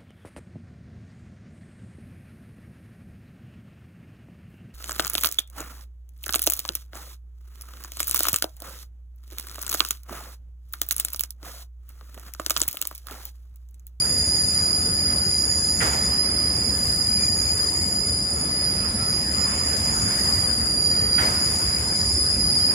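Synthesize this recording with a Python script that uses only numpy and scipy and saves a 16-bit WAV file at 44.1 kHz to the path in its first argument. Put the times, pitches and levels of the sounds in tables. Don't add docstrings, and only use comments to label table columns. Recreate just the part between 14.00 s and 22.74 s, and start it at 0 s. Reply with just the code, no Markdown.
import sys
import numpy as np
from scipy import signal
from scipy.fft import rfft, irfft, next_fast_len
from scipy.io import wavfile
from scipy.ndimage import uniform_filter1d, map_coordinates

SR = 44100
rng = np.random.default_rng(int(sys.argv[2]) if len(sys.argv) > 2 else 0)


def unload_audio(sound):
    columns = np.transpose(np.atleast_2d(sound))
    steps = np.round(np.clip(columns, -1, 1) * 32767)
    wavfile.write(sys.argv[1], SR, steps.astype(np.int16))


N = 385434
TIME = np.arange(N) / SR


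def slipping_wheel(out, onset, length, first_hz, last_hz, partials_db, rough, blur_hz):
    start = int(np.clip((onset - .04) * SR, 0, N - 2))
    size = min(int((length + 0.0978) * SR), N - start)
    progress = np.arange(size) / size
    swell = np.clip(np.minimum(progress + (start == 0), 1 - progress) * (length + 0.22) / 0.16, 0, 1)
    phase = 2 * np.pi * np.cumsum(first_hz + (last_hz - first_hz) * progress) / SR
    for k, db in enumerate(partials_db, 1):
        rate = blur_hz * k * k
        flutter = lambda: wobble(rate, size, order=1) + 1j * wobble(rate, size, order=1)
        direct = (1 - rough) ** k * np.exp(2j * np.pi * rng.random()) + rough * flutter()
        sides = np.array([direct + .6 * flutter(), direct + .6 * flutter()])
        out[:, start:start + size] += amp(db) * swell * unit(np.real(sides * np.exp(1j * k * phase)))


# t/s, length/s, mid pitch/Hz, level/dB
SQUEAL_CUES = [(0.0, 0.62, 4850, -30), (0.0, 2.03, 4868, -29), (0.0, 1.58, 6831, -40),
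               (0.14, 0.46, 4960, -30), (0.2, 0.7, 5086, -42), (0.65, 1.22, 4917, -30),
               (0.8, 0.44, 4838, -31), (1.2, 0.25, 6490, -46), (1.37, 0.77, 6895, -35),
               (1.5, 0.25, 6380, -48), (1.56, 0.23, 5000, -32), (1.92, 0.62, 4885, -31),
               (1.99, 1.0, 4952, -29), (2.43, 0.37, 7193, -43), (2.75, 0.52, 4865, -31),
               (2.83, 0.84, 4906, -30), (3.0, 0.75, 4945, -30), (2.55, 0.2, 2250, -54),
               (3.1, 0.4, 2400, -49), (3.15, 0.3, 1850, -52), (3.1, 0.94, 7128, -41),
               (3.19, 0.3, 6772, -35), (3.25, 0.35, 4725, -41), (3.3, 0.67, 6827, -43),
               (3.53, 0.36, 4866, -30), (3.45, 0.06, 2430, -50), (3.7, 0.2, 7830, -48),
               (3.7, 0.2, 8170, -47), (3.7, 0.45, 2180, -54), (3.8, 0.34, 4904, -31),
               (3.94, 0.62, 4963, -30), (3.94, 0.64, 6908, -45), (4.11, 0.27, 4787, -32),
               (4.28, 0.2, 1340, -48), (4.34, 0.6, 4843, -29), (4.5, 0.8, 5008, -33),
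               (4.78, 0.1, 2580, -48), (4.9, 0.2, 1335, -43), (4.94, 0.6, 4841, -31),
               (5.27, 0.63, 7128, -37), (5.28, 0.52, 6859, -42), (5.33, 0.68, 4942, -32),
               (5.45, 0.15, 2190, -51), (5.6, 0.44, 4863, -31), (5.6, 0.7, 6400, -46),
               (5.8, 0.31, 6891, -36), (6.0, 0.3, 5010, -33), (6.14, 1.2, 4808, -27),
               (6.15, 0.3, 6665, -44), (6.19, 0.52, 4868, -31), (6.52, 0.52, 6891, -42),
               (6.71, 0.57, 4757, -31), (7.16, 0.45, 4942, -32), (7.3, 0.4, 5165, -37),
               (7.3, 0.2, 7377, -44), (7.35, 0.26, 6901, -38), (7.36, 0.28, 4827, -27),
               (7.38, 0.52, 5063, -37), (7.6, 0.3, 7031, -42), (7.65, 0.75, 4480, -48),
               (7.8, 0.48, 5122, -35), (7.88, 0.35, 6934, -38), (7.94, 0.4, 4818, -30),
               (8.01, 0.73, 5074, -33), (8.08, 0.2, 5095, -31), (8.4, 0.34, 4836, -28),
               (8.48, 0.26, 4622, -36), (8.6, 0.06, 3220, -48)]
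MAIN_HZ, MAIN_RANGE_HZ, SAG_HZ_PER_S = 4900, (4550, 5250), 22
OCTAVE_DB, OCTAVE_DB_PER_HZ = -6, 0.0285
TWELFTH_DB = -23.5
FAINT_PER_S, FAINT_S, FAINT_DB = 6, 0.17, -46

def near_wheels():
    out = np.zeros((2, N))
    when, which, detune, long, loud = rng.random((int(FAINT_PER_S * N / SR), 5)).T
    mode_hz, width_hz, mode_db = np.transpose(WHEEL_MODES)[:, (which * 5).astype(int)]
    faint_hz = mode_hz + width_hz * (2 * detune - 1)
    faint_db = FAINT_DB + .5 * mode_db + 6 * (loud - .5)
    faint_cues = zip(when * N / SR, FAINT_S * (.5 + long), faint_hz, faint_db)
    for onset, length, hz, db in [*SQUEAL_CUES, *faint_cues]:
        if MAIN_RANGE_HZ[0] < hz < MAIN_RANGE_HZ[1]:
            octave_db = db + OCTAVE_DB + OCTAVE_DB_PER_HZ * (hz - MAIN_HZ)
            partials_db = [db, octave_db, octave_db + TWELFTH_DB]
            sag_hz = SAG_HZ_PER_S * length / 2
            slipping_wheel(out, onset, length, hz + sag_hz, hz - sag_hz, partials_db, rough=.3, blur_hz=16)
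        else:
            slipping_wheel(out, onset, length, hz, hz, [db, db - 26], rough=.4, blur_hz=22)
    return out


# t/s, level/dB, centre/Hz, spread/Hz (sets the tight-wide blend)
CHORUS_RIDE = [(0, -23.5, 4884, 89), (1.8, -25.5, 4903, 115), (2.6, -24.5, 4915, 91), (3.6, -27, 4900, 94),
               (5.4, -27.5, 4948, 121), (6.1, -24, 4920, 118), (6.6, -24, 4847, 85.5),
               (7.2, -25.5, 4850, 108), (7.9, -26, 4917, 139), (8.74, -22, 4927, 148)]
CHORUS_OCTAVE_DB = -7.5

def far_wheels():
    def crowd(k, width_hz):
        def shape(hz):
            offset = np.abs(hz / k - MAIN_HZ)
            return np.exp(-(offset / width_hz / 2) ** 2.4) + 0.08 / (1 + (offset / 300) ** 2) ** 2
        return noise(shape, patchy_db=4.5, bins=2, frames=14, fft=4096)

    db, centre_hz, spread_hz = automation(CHORUS_RIDE)
    glide = 2 * np.pi * np.cumsum(centre_hz - MAIN_HZ) / SR
    blend = np.clip((spread_hz - 70) / 90, 0, 1)
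    out = 0
    for k, level_db in enumerate([db, db + CHORUS_OCTAVE_DB, db + CHORUS_OCTAVE_DB + TWELFTH_DB], 1):
        band = np.sqrt(1 - blend) * crowd(k, width_hz=59) + np.sqrt(blend) * crowd(k, width_hz=98)
        analytic = signal.hilbert(band, next_fast_len(N))[:, :N]
        out += amp(level_db) * np.real(analytic * np.exp(1j * k * glide))
    return out


# t/s, hiss/dB, ring/dB
GRIND_RIDE = [(0.0, -55, -35), (0.5, -46, -38.5), (1.05, -53, -40.5), (1.92, -43, -35), (2.29, -44.5, -41),
              (2.92, -40, -39), (3.5, -50, -36), (4.04, -50, -38.5), (5.0, -43, -42.5), (5.6, -45.5, -35.5),
              (6.21, -39.5, -35.5), (7.06, -50, -42), (7.5, -41, -36.5), (8.74, -44.5, -40.5)]
# f/Hz, level/dB
HISS_EQ = [(3000, -39), (4500, 8.5), (6000, 3.5), (9000, 6.5), (10500, -1), (12000, -6), (13000, -16),
           (15500, -17)]
# peak t/s, half length/s, treble boost/dB
SCRAPE_CUES = [(1.05, .08, 17), (2.85, 0.3, 24.5), (3.42, .07, 20), (3.62, .07, 21), (3.92, 0.072, 19),
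               (5.0, .12, 9), (5.75, 0.19, 20), (6.25, 0.22, 26), (7.603, 0.11, 20)]
# f/Hz, width/Hz, level/dB
WHEEL_MODES = [(6400, 100, -8), (6834, 130, 2.5), (7160, 160, 0), (7510, 115, -2.5), (8510, 410, -12.5),
               (11700, 310, -14), (13800, 270, -15)]
TREBLE_DB = -66.5

def flanges():
    hiss_db, ring_db = automation(GRIND_RIDE)
    hiss = noise(lambda hz: amp(along(HISS_EQ, hz)), patchy_db=2.5, bins=8, frames=10)
    treble_eq = [(7000, -9), (11000, 4), (13000, -3), (15000, -16)]  # f/Hz, level/dB
    treble = noise(lambda hz: amp(along(treble_eq, hz)) * (hz > 5300), patchy_db=-1, bins=14, frames=3)
    bite_db = sum(db * np.exp(-((TIME - peak) / half) ** 2) for peak, half, db in SCRAPE_CUES)
    ring = noise(lambda hz: resonances(WHEEL_MODES, hz), patchy_db=4, bins=5, frames=12, fft=4096)
    return amp(hiss_db + 1.3 * wobble(11, N)) * hiss + amp(TREBLE_DB + bite_db) * treble + amp(ring_db) * ring


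# t/s, level/dB, crash attack/s, low shelf/dB
BANG_CUES = [(1.09, -37.5, 0.014, 4), (1.805, -22, 0.01, -0.5), (1.925, -31.5, 0.0088, 5),
             (7.182, -21, 0.025, -0.5), (7.265, -34.5, 0.01, 0)]
# f/Hz, width/Hz, level/dB
FRAME_MODES = [(1396, 210, 1), (2000, 460, -0.5), (2260, 460, -13), (3060, 680, -12)]
# f/Hz, level/dB
CRASH_EQ = [(150, -15), (300, -6), (840, -6.5), (1900, -8), (3000, -18), (4000, -20.5), (6000, -15.5),
            (11000, -19.5), (14500, -30)]
CLANG_T60_S, CRASH_T60_S, CRASH_DB = 0.25, 0.68, .5

def couplings():
    out, t = np.zeros((2, N + SR)), np.arange(SR) / SR
    for onset, db, attack, thud_db in BANG_CUES:
        clang = noise(lambda hz: resonances(FRAME_MODES, hz), patchy_db=1.5, bins=2, frames=2, size=SR)
        crash = noise(lambda hz: amp(along(CRASH_EQ, hz) + thud_db * (hz < 900)),
                      patchy_db=-0.5, bins=10, frames=2, size=SR)
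        blow = clang * amp(-60 * t / CLANG_T60_S) * (1 - np.exp(-t / 0.0033))
        echo = crash * amp(CRASH_DB - 60 * t / CRASH_T60_S) * (1 - np.exp(-t / attack)) ** 2
        start = round((onset - .003) * SR)
        out[:, start:start + SR] += amp(db) * (blow + echo)
    return out[:, :N]


# t/s, level/dB
ROAR_RIDE = [(0.0, -40), (1.78, -40.5), (1.97, -37.5), (2.3, -38.5), (3.14, -40.5), (3.5, -39),
             (4.18, -41.5), (4.6, -38), (6.16, -34.5), (6.76, -40.5), (7.47, -35.5), (8.23, -40),
             (8.74, -38.5)]
# f/Hz, level/dB
ROAR_EQ = [(290, -10), (500, -4), (708, -7), (933, -3), (1280, -1.5), (1580, -4), (1870, -3.5), (2740, -11),
           (4200, -18.5), (5460, -27), (9240, -120)]
# f/Hz, level/dB
RUMBLE_EQ = [(26, -37), (45, -9.5), (64, 0.5), (81, 1), (114, -5.5), (167, -8), (205, -5.5), (317, -13),
             (700, -20.5), (910, -27.5), (1540, -120)]
RUMBLE_DB, RUMBLE_DB_PER_S = -31.5, 0.17

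def rolling():
    roar_db, = automation(ROAR_RIDE)
    rumble = noise(lambda hz: amp(along(RUMBLE_EQ, hz)), patchy_db=1.5, bins=2, frames=6)
    roar = noise(lambda hz: amp(along(ROAR_EQ, hz)), patchy_db=2, bins=8, frames=5)
    rumble_db = RUMBLE_DB + RUMBLE_DB_PER_S * TIME + 0.35 * wobble(1.89, N)
    return amp(rumble_db) * rumble + amp(roar_db + 0.42 * wobble(7, N)) * roar


# f/Hz, left-right correlation
STEREO_LIKENESS = [(60, 1), (150, 0.95), (300, 0.9), (600, 0.64), (1200, 0.48), (2200, 0.49), (4000, 0.13),
                   (4900, 0.32), (6000, 0.12), (15000, 0.13)]

def noise(gain, patchy_db, bins, frames, size=N, fft=1024):
    spectra = signal.stft(rng.standard_normal((2, size)), nperseg=fft)[2]
    patches = uniform_filter1d(uniform_filter1d(rng.standard_normal(spectra.shape[1:]), bins, 0), frames, 1)
    pair = signal.istft(spectra * amp(patchy_db * unit(patches)), nperseg=fft)[1][:, :size]
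    angle = lambda hz: np.arccos(np.clip(along(STEREO_LIKENESS, hz), -1, 1)) / 2
    mid, side = filtered(pair, lambda hz: gain(hz) * [np.cos(angle(hz)), np.sin(angle(hz))])
    return unit(np.array([mid + side, mid - side]))


def amp(db):
    return 10 ** (np.asarray(db) / 20)


def unit(x):
    return x / np.sqrt(np.mean(x ** 2) + 1e-20)


def along(points, hz):
    f, values = np.transpose(points)
    return np.interp(np.log(hz + 1), np.log(f + 1), values)


def automation(rows):
    t, *columns = np.transpose(rows)
    return [np.interp(TIME, t, column) for column in columns]


def wobble(rate, size, order=3):
    knots = rng.standard_normal(int(size * 400 / SR) + 4)
    return map_coordinates(knots, [np.arange(size) * min(rate, 400) / SR], order=order)


def filtered(x, response):
    padded = next_fast_len(x.shape[-1] + 8192)
    return irfft(rfft(x, padded) * response(np.fft.rfftfreq(padded, 1 / SR)), padded)[..., :x.shape[-1]]


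def resonances(modes, hz):
    return sum(amp(db) / (1 + ((hz - centre) / width * 2) ** 2) for centre, width, db in modes)


def scene():
    return near_wheels() + far_wheels() + rolling() + flanges() + couplings()


# f/Hz, left minus right/dB
BALANCE = [(60, 0), (200, 0.5), (700, 0), (1290, -4.5), (2600, 1), (4900, -1.5), (9800, 0.1), (15000, 1.5)]
# f/Hz, phase/rad
LEFT_LEAD = [(0, 0), (780, 1), (2240, 7.2), (15200, 57.9)]
LOW_CUT_HZ, TOP_HZ = 44, 15300

def record(dry):
    def response(hz):
        side = np.array([[.5], [-.5]])
        balance = amp(side * along(BALANCE, hz))
        lead = np.exp(1j * side * np.interp(hz, *np.transpose(LEFT_LEAD)))
        return balance * lead * (hz < TOP_HZ) / (1 + (LOW_CUT_HZ / (hz + 1)) ** 6)
    return filtered(dry, response)


dry = scene()
out = record(dry)
unload_audio(out)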